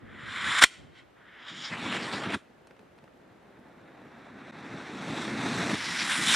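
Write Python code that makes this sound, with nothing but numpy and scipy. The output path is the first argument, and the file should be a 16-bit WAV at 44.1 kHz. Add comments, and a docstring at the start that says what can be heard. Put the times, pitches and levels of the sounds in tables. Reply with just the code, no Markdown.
"""A homemade rocket motor chuffs on a stand on a hillside, straight ahead of two microphones.
Noise shaped as gas hisses from the nozzle in swelling surges, roars as open flame, and twice breaks off
with a crack made of millisecond spurts. Low noise rumbles in the plume; the motor also smoulders, spits and thuds.
The ground combs the hiss, brush nearby, a bank behind and a far slope throw the sound back as decaying
scatter, and at first puffs of breeze brush the microphones over quiet open-country air."""
import sys
import numpy as np
from scipy import signal
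from scipy.fft import rfft, irfft, next_fast_len
from scipy.io import wavfile
from scipy.ndimage import uniform_filter1d

SR = 44100
rng = np.random.default_rng(int(sys.argv[2]) if len(sys.argv) > 2 else 0)


def wrap_up_sound(samples):
    """Save the sound to the file named by the first command line argument, as 16-bit audio."""
    columns = np.atleast_2d(samples).T
    # keep every value between -1 and 1, then stretch to whole-number steps
    tamed = np.clip(columns, -1, 1)
    steps = np.round(tamed * 32767).astype(np.int16)
    wavfile.write(sys.argv[1], SR, steps)


N = 280146
TIME = np.arange(N) / SR


def gain_of(db):
    """Decibels to amplitude."""
    return 10 ** (np.asarray(db) / 20)


def evened(x):
    """Scales to rms 1."""
    return x / np.sqrt(np.mean(x ** 2) + 1e-20)


def read(points, hz):
    """Reads a spectrum on a log-frequency axis."""
    f, value = np.transpose(points)
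    return np.interp(np.log(hz + 1), np.log(f + 1), value)


def coloured(x, spectrum):
    """Filters a signal by a spectrum."""
    size = next_fast_len(len(x) + 2048)
    gain = gain_of(read(spectrum, np.fft.rfftfreq(size, 1 / SR)))
    return irfft(rfft(x, size) * gain, size)[:len(x)]


def wander(t, top_hz):
    """Slow random drift of rms 1 with movements up to about top_hz."""
    knots = rng.standard_normal(4000)
    # 1.22 restores the rms that straight lines between the knots lose
    return 1.22 * np.interp(t * 2 * top_hz, np.arange(len(knots)), knots)


def gate(t, start, end, fade):
    """Opens around start and shuts around end, keeping the power even where two spells meet."""
    return np.sqrt(np.clip(np.minimum(t - start, end - t) / fade + .5, 0, 1))


# Colour of the open air: (frequency [Hz], relative level [dB per Hz])
AIR_COLOUR = [(15, -50.5), (25, -20.5), (59, -5), (227, -5.5), (349, -1), (445, -6), (523, -4),
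              (997, -10.5), (1620, -10.5), (3720, -22), (5140, -30), (8130, -35), (15500, -44)]
# What differs between the microphones in the air, side minus mid: (frequency [Hz], level [dB])
AIR_SPREAD = [(40, -7), (200, -5), (700, 1), (3000, -7.5), (8000, 0.5), (14000, -1.5)]


def air():
    """Quiet open country: steady noise, partly different at each microphone."""
    both, apart = (evened(coloured(rng.standard_normal(N), AIR_COLOUR)) for _ in range(2))
    apart = coloured(apart, AIR_SPREAD)
    level_db = -61
    return gain_of(level_db) * (both + np.array([apart, -apart]))


def billow_power(s, db, length):
    """A billow of gas or air swells quickly and rolls away over its own length."""
    power, rise_s = np.zeros(N), .012
    near = slice(*np.searchsorted(TIME, [s - .1, s + 4 * length]))
    age = TIME[near] - s
    power[near] = gain_of(db) ** 2 * np.exp(-(age / np.where(age < 0, rise_s, length)) ** 2)
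    return power


# Colour of wind on the microphones: (frequency [Hz], relative level [dB per Hz])
WIND_COLOUR = [(25, -29), (45, -9), (70, 0.5), (140, 4), (300, -2.5), (500, -8), (800, -15), (1600, -34.5),
               (6000, -79.5)]
# Puffs of wind that buffet the microphones: (time [s], peak level [dB], length [s])
WIND_PUFFS = [(.03, -49.5, .2), (.24, -48, .08), (.37, -49, .07), (.455, -38.5, .045), (.57, -54, .04),
              (.79, -51.5, 0.11), (1.03, -59, .03)]


def wind():
    """Puffs of breeze buffet each microphone with its own low noise, swelling together."""
    ports = np.array([evened(coloured(rng.standard_normal(N), WIND_COLOUR)) for _ in range(2)])
    return np.sqrt(sum(billow_power(*puff) for puff in WIND_PUFFS)) * ports


CRACK_BOUNCE_MS, CRACK_BOUNCE = .545, .36  # delay [ms] and share of the ground bounce


def ground(hz, delay_ms, share):
    """Gain of the direct sound plus its bounce off the ground, a comb in frequency."""
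    return abs(1 + share * np.exp(-2j * np.pi * hz * delay_ms / 1e3)) / np.sqrt(1 + share ** 2)


# Brush nearby, bank behind and far slope, before colouring:
# (delay [s], energy per second [dB], rise [dB/s], fall [dB/s])
ECHOES = [(.008, -8.5, 299.5, 384.5), (.1, -25.5, 100.5, 99.5), (.35, -21.5, 302, 280)]


def hillside(x, absorb_db, from_s):
    """Scatter arriving after from_s; air takes absorb_db per kHz and second of travel."""
    t = np.arange(SR * 6 // 10) / SR
    power = sum(gain_of(db - np.maximum(rise * (s - t), fall * (t - s))) ** 2
                for s, db, rise, fall in ECHOES)
    taps = rng.standard_normal(len(t)) * np.sqrt(power / SR) * (t >= from_s)
    hz, delay, z = signal.stft(taps, SR, nperseg=256)
    # sound that leaves sideways to the slope lacks the ground comb
    z = z / ground(hz[:, None], CRACK_BOUNCE_MS, CRACK_BOUNCE)
    absorbed = gain_of(-absorb_db * delay * hz[:, None] / 1e3)
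    tail = signal.istft(z * absorbed, SR, nperseg=256)[1]
    tail = coloured(tail, [(150, -1.0), (1000, -5.5), (2500, 4.0), (8000, 9), (14000, 6.5)])
    return signal.fftconvolve(x, tail)[:N]


# How the two microphones differ, side minus mid: (frequency [Hz], level [dB])
PORT_PHASE = [(1000, -40.5), (3000, -62.5), (6000, -43.5), (7500, -24.5), (9000, -12.5), (14000, -16)]  # quarter-cycle phase shift
LEAN_RIGHT = [(5000, -56.5), (8500, -19), (12000, -46.5)]  # level lean
DIFFUSE = [(30, -22), (80, -28), (160, -30.5), (600, -22.5), (1300, -37), (3000, -55), (14000, -24)]  # scatter


def microphones(mid):
    """The motor is straight ahead: the ports differ in the top treble and in what the ground scatters."""
    scatter = rng.standard_normal(700) * np.hanning(700)
    scattered = signal.fftconvolve(mid, scatter / np.linalg.norm(scatter))[:N]
    quarter_cycle = signal.hilbert(mid, next_fast_len(N))[:N].imag
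    side = coloured(quarter_cycle, PORT_PHASE) - coloured(mid, LEAN_RIGHT)
    side = side + coloured(scattered, DIFFUSE)
    return np.array([mid + side, mid - side])


def turbulence(t, flutter_db, pop_db, pops_per_s):
    """Noise that flutters as the propellant burns unevenly, with sharp pops in it."""
    pops = (rng.random(len(t)) < pops_per_s / SR) * np.minimum(rng.exponential(1, len(t)), 3)
    flutter = gain_of(flutter_db * (wander(t, 30) + wander(t, 150)))
    return evened(flutter * (rng.standard_normal(len(t)) + gain_of(pop_db) * pops))


# Colour of the smouldering: (frequency [Hz], relative level [dB per Hz])
SMOULDER_COLOUR = [(30, -33), (90, -2), (220, 6), (500, 1.5), (900, -5), (2000, -54.5), (5000, -31),
                   (15000, -41.5)]


def smoulder():
    """A soft, dull flutter of the small flame left in the nozzle, slowly growing."""
    start, end = 2, 4.2  # s
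    first_db, growth_db_per_s = -63, 2.5
    gas = turbulence(TIME, flutter_db=2, pop_db=-6, pops_per_s=27)
    gas = evened(coloured(gas, SMOULDER_COLOUR))
    return gas * gain_of(first_db + growth_db_per_s * (TIME - start)) * gate(TIME, start, end, 0.065)


# Spits of the smouldering grain: (time [s], peak level [dB], relative treble [dB], decay time [s])
SPITS = [(2.671, -52, -8.5, .005), (2.709, -51, -22, .006), (2.766, -54, -17, .004),
         (2.793, -52.5, -16, 0.0048), (2.98, -54.5, -16, 0.0038), (2.987, -50.5, -18, 0.0038),
         (3.04, -52.5, -13, 0.0033), (3.0777, -51, -32, 0.0043)]


def spits():
    """Tiny pops of the smouldering propellant: noise bursts that die away in milliseconds."""
    out, t = np.zeros(N), np.arange(2048) / SR
    for s, db, treble_db, decay in SPITS:
        colour = [(30, -30.5), (200, -5), (1000, 11), (3000, -2.0),
                  (7000, treble_db), (10500, treble_db - 3), (15000, treble_db - 27.5)]
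        pop = evened(coloured(rng.standard_normal(len(t)), colour)) * np.exp(-t / decay)
        out[round(s * SR):][:len(t)] += gain_of(db) * pop
    return out


# Low thuds, as the flame blows out or catches:
# (start time [s], peak level [dB], pitch [Hz], ring time [s])
THUDS = [(2.350, -31.5, 221, 0.0024), (6.181, -36, 224, 0.0077)]


def thuds():
    """Each is a soft push of air: a low sine that swells and dies within a few cycles."""
    out = np.zeros(N)
    for s, db, hz, ring in THUDS:
        age = np.maximum(TIME - s, 0)
        swell = age / ring * np.exp(1 - age / ring)
        out += gain_of(db) * swell * np.sin(2 * np.pi * hz * age)
    return out


# Spurts of gas that make the cracks: (time [s], peak level [dB], rise time [s], fall time [s])
SPURTS = [(0.594, -23, .004, 0.0019), (0.621, -16, 0.0061, 0.0026), (0.6255, -5.5, .0025, 0.0031),
          (.631, -10, .0012, 0.0017), (0.639, -0.5, .0022, 0.0026), (0.6444, -11, .0015, .003),
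          (2.348, -37, .006, 0.0054), (2.36, -48.5, 0.0033, 0.027)]
# Colour of the cracks: (frequency [Hz], relative level [dB per Hz])
CRACK_COLOUR = [(25, -64.5), (100, -29), (280, -15), (520, -20), (1150, 1), (2000, -4), (3300, -6.0),
                (5500, -16.5), (7300, -16), (9300, -17.5), (11000, -30.5), (15000, -44.5)]


def cracks():
    """Pressure runs away and vents in spurts of a few milliseconds, too small to push deep bass."""
    power = np.zeros(N)
    for s, db, rise, fall in SPURTS:
        distance = np.maximum((s - TIME) / rise, (TIME - s) / fall).clip(0, 20)
        power += gain_of(db) ** 2 * np.exp(-2 * distance)
    size = next_fast_len(N)
    hz = np.fft.rfftfreq(size, 1 / SR)
    colour = gain_of(read(CRACK_COLOUR, hz)) * ground(hz, CRACK_BOUNCE_MS, CRACK_BOUNCE)
    gas = irfft(rfft(rng.standard_normal(size)) * colour, size)[:N]
    no_bass = signal.butter(2, 110, "high", fs=SR, output="sos")
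    return signal.sosfilt(no_bass, np.sqrt(power) * evened(gas))


def pressure(surge, t):
    """How far a surge has built up, reaching 1 at its end; a higher ease levels off early."""
    start, end, _, _, ease = surge[:5]
    return 1 - np.clip((end - t) / (end - start), 0, 1) ** ease


def plume_power(surge, follows):
    """The plume rumbles louder as the pressure builds, by follows dB per dB of surge."""
    start, end, first_db, last_db, *_, rumble_db = surge
    below_db = (last_db - first_db) * (1 - pressure(surge, TIME))
    return (gain_of(rumble_db - follows * below_db) * gate(TIME, start, end, fade=0.014)) ** 2


# Colour of the rumble: (frequency [Hz], relative level [dB per Hz])
RUMBLE_COLOUR = [(25, -47), (45, -37), (70, -17.5), (120, -5), (240, 2.5), (330, -3), (480, -15.5),
                 (1200, -56), (6000, -87)]
# Billows of the plume, each a low whoomph: (time [s], peak level [dB], length [s])
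BILLOWS = [(1.52, -51.5, 0.15), (1.724, -39, 0.023), (1.84, -38.5, 0.11), (2.143, -39, 0.024),
           (2.276, -36, 0.037), (2.353, -32.5, 0.011), (4.348, -52, 0.057), (4.727, -41, 0.036),
           (4.95, -44, 0.018), (5.086, -34.5, 0.045), (5.345, -37, 0.025), (5.567, -45, 0.11),
           (5.89, -41.5, 0.034), (6.027, -44, .03), (6.196, -37, 0.054), (6.28, -37.5, 0.06)]


def rumble():
    """Large eddies of the plume as low noise, with a billow now and then."""
    power = sum(plume_power(surge, follows=.15) for surge in JETS)
    power += sum(plume_power(surge, follows=1) for surge in FLAMES)
    power += sum(billow_power(*billow) for billow in BILLOWS)
    return np.sqrt(power) * evened(coloured(rng.standard_normal(N), RUMBLE_COLOUR))


# Flares, as a piece of propellant burns faster:
# (time [s], half length [s], level change [dB], treble change [dB])
FLARES = [(.33, 0.046, 1, 2), (0.589, 0.0067, 3, 5), (1.49, .022, 3.5, 5.5), (1.59, 0.089, -1, 9),
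          (1.73, 0.022, 7, -4.5), (1.932, 0.047, 5, -1.5), (2.152, 0.016, 3, 0), (2.285, 0.041, 3, -6.5),
          (2.348, 0.015, 8.5, -1), (4.438, .03, 1, -1), (4.7, 0.13, 1.5, -0.5), (5.094, 0.043, 3, 1.5),
          (5.212, 0.072, 2, 2.5), (5.52, 0.22, 1, 0), (5.777, 0.011, 1.5, 3), (6.008, 0.035, 3.5, -3.5),
          (6.13, 0.027, 3.5, -2), (6.326, 0.066, 8, -1.5)]


def effort(surge, t):
    """Level and treble (dB) of a surge: both move with the pressure and shift in each flare."""
    _, _, first_db, last_db, _, first_treble_db, last_treble_db, _ = surge
    built = pressure(surge, t)
    level_db = first_db + (last_db - first_db) * built
    treble_db = first_treble_db + (last_treble_db - first_treble_db) * built
    for s, length, boost_db, bright_db in FLARES:
        flare = np.exp(-((t - s) / length) ** 2)
        level_db = level_db + boost_db * flare
        treble_db = treble_db + bright_db * flare
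    return level_db, treble_db


# Gusts in which the gas nearly whistles, before level and treble are balanced:
# (time [s], half length [s], pitch [Hz], boost [dB])
GUSTS = [(.318, .087, 4215, 3), (1.275, 0.19, 1610, 6), (1.36, 0.048, 2350, 6), (1.475, 0.041, 3400, 1.5),
         (1.666, 0.029, 5100, 10), (1.73, 0.045, 2040, 8.5), (1.888, 0.073, 3300, 5.5),
         (2.03, 0.022, 4830, 9), (2.14, 0.049, 4950, 5.5), (5.861, 0.069, 5340, 6.5),
         (6.007, 0.036, 5100, 9.5), (6.13, 0.019, 3050, 8), (6.15, 0.025, 9200, 12),
         (6.292, 0.048, 3480, 10)]


def gust_db(hz, t, octaves):
    """Each gust lifts a broad peak of the gas noise for a moment."""
    s, length, pitch, db = np.transpose(GUSTS)
    peak = np.exp(-np.minimum((np.log2((hz[:, None] + 1) / pitch) / octaves) ** 2, 20))
    moment = np.exp(-np.minimum(((t[:, None] - s) / length) ** 2, 20))
    return (db * peak) @ moment.T


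def rush(surge, spectrum, bounce, delay_ms, flutter_db, pop_db, patchy_db, knee_hz, fade):
    """Turbulent gas: it brightens as the pressure builds, and eddies shift its colour in patches."""
    start, end = surge[:2]
    live = (TIME > start - .04) & (TIME < end + .04)
    t = TIME[live]
    gas = turbulence(t, flutter_db, pop_db, pops_per_s=70)
    hz, frames, z = signal.stft(gas, SR, nperseg=512, noverlap=384)
    frames = frames + t[0]
    level_db, treble_db = effort(surge, frames)
    body, treble = (hz > 800) & (hz < 4500), (hz > 6000) & (hz < 12000)
    colour = gain_of(read(spectrum, hz)[:, None] + gust_db(hz, frames, octaves=0.37))
    # the plume sways, so the delay of the ground bounce drifts
    swaying_ms = delay_ms * (1 + .008 * wander(frames, 5))
    colour = colour * ground(hz[:, None], swaying_ms, bounce)
    # a shelf above the knee sets the treble against the body of the sound
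    own_db = 10 * np.log10((colour[treble] ** 2).sum(0) / (colour[body] ** 2).sum(0))
    shelf_db = read([(knee_hz, 0), (7000, 1)], hz)[:, None] * (treble_db - own_db)
    eddies = uniform_filter1d(rng.standard_normal(z.shape), size=8, axis=0)
    eddies = evened(uniform_filter1d(eddies, size=16, axis=1))
    colour = colour * gain_of(shelf_db + patchy_db * eddies)
    # the surge level is that of the body band
    colour = colour / np.sqrt((colour[body] ** 2).sum(0) / len(hz))
    sound = signal.istft(z * colour, SR, nperseg=512, noverlap=384)[1][:len(t)]
    # so small a nozzle radiates no deep bass
    sound = coloured(sound, [(30, -29.0), (150, 0.5), (10500, -1.5), (15000, -7)])
    out = np.zeros(N)
    out[live] = sound * gain_of(np.interp(t, frames, level_db)) * gate(t, start, end, fade)
    return out


# Surges of open flame; treble is set against the body, ease 1 = a steady climb:
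# (start [s], end [s], first level [dB], last level [dB], ease,
#  first treble [dB], last treble [dB], last rumble [dB])
FLAMES = [(1.699, 2.351, -44, -37, 12, -21.5, -18, -43.5), (3.2, 5.755, -69, -32, 0.99, -37, -11, -32)]
# Colour of each roar before its treble is set: (frequency [Hz], relative level [dB per Hz])
SHORT_ROAR = [(116, -21), (350, -5.5), (550, -6), (1000, -3), (2000, -7), (3500, -10.5), (4500, -14),
              (5500, -19.5), (7500, -18.5), (9500, -23.5), (11500, -37.5), (14500, -49)]
LONG_ROAR = [(116, -13.5), (340, -3.5), (500, -6), (700, -1.5), (1400, -4), (2400, -8), (2700, -8.5),
             (3000, -15.5), (3450, -10.5), (3850, -11.5), (4200, -16), (4700, -18.5), (7200, -23.5),
             (9700, -30.5), (11500, -41), (14800, -58)]


def flame():
    """The open flame is wider than the jet, so the ground combs it less; it is fuller and more ragged."""
    short, long = FLAMES
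    out = rush(short, SHORT_ROAR, bounce=.15, delay_ms=.55, flutter_db=1.25, pop_db=11,
               patchy_db=2.3, knee_hz=2500, fade=.02)
    out += rush(long, LONG_ROAR, bounce=.22, delay_ms=.515, flutter_db=.85, pop_db=8,
                patchy_db=1.2, knee_hz=1500, fade=.018)
    return out


# Surges of the hissing jet, with pressure building until each breaks off:
# (start [s], end [s], first level [dB], last level [dB], ease,
#  first treble [dB], last treble [dB], last rumble [dB])
JETS = [(0.0, .601, -62, -24.5, 1.357, -37, -15.5, -55.5), (1.163, 1.693, -62, -38, 1.3, -50, -18.5, -65),
        (5.754, 6.352, -36, -29.5, 1.63, -16, -6, -45.5)]
# Colour of each hiss before its treble is set: (frequency [Hz], relative level [dB per Hz])
FIRST_HISS = [(166, -40.5), (600, -19), (800, -11.5), (1050, -0.5), (1500, -1.5), (2100, -3), (3300, -5),
              (4200, -11), (5500, -21.5), (7500, -16.5), (9500, -23.5), (11000, -34), (14800, -51)]
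SECOND_HISS = [(166, -30), (500, -13), (900, 3), (1600, -2), (3200, 3.5), (5000, -7), (7500, -14.5),
               (9500, -28), (11000, -37), (14000, -50.0)]
LAST_HISS = [(166, -34), (500, -11.5), (950, 0.5), (1600, 2.5), (2300, 3), (3300, -2), (4200, -4.5),
             (5500, -7), (7500, -8), (9500, -9.5), (11500, -21), (14800, -35)]


def jet():
    """The narrow jet is a compact source, so the ground combs it deeply."""
    first, second, last = JETS
    out = rush(first, FIRST_HISS, bounce=.47, delay_ms=.55, flutter_db=.6, pop_db=0,
               patchy_db=.6, knee_hz=2000, fade=.015)
    out += rush(second, SECOND_HISS, bounce=.5, delay_ms=.572, flutter_db=.8, pop_db=3,
                patchy_db=.9, knee_hz=2000, fade=.025)
    out += rush(last, LAST_HISS, bounce=0.26, delay_ms=0.546, flutter_db=0.87, pop_db=10,
                patchy_db=0.5, knee_hz=4660, fade=0.0026)
    return out


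def scene():
    """The motor, its echoes from ahead and from the sides, the wind and the open air."""
    motor = jet() + flame() + rumble() + smoulder() + cracks() + thuds() + spits()
    ahead = hillside(motor, absorb_db=8.5, from_s=0)
    echo_width_db = -12  # side minus mid of the later echoes
    aside = gain_of(echo_width_db) * hillside(motor, absorb_db=8.5, from_s=.05)
    return microphones(motor + ahead) + np.array([aside, -aside]) + wind() + air()


def record(dry):
    """The level dips briefly once and loud peaks are rounded off near full scale; then the band limits."""
    dip = gain_of(np.interp(TIME, [4.51, 4.513, 4.517, 4.526], [0, -18, -18, 0]))
    ceiling, edge_hz = .93, 15500
    rounded = ceiling * np.tanh(dip * dry / ceiling)
    rounded = signal.sosfilt(signal.butter(2, 35, "high", fs=SR, output="sos"), rounded)
    lowpass = signal.firwin(301, edge_hz, window=("kaiser", 9), fs=SR)
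    return signal.oaconvolve(rounded, lowpass[None], "same")


dry = scene()
out = record(dry)
wrap_up_sound(out)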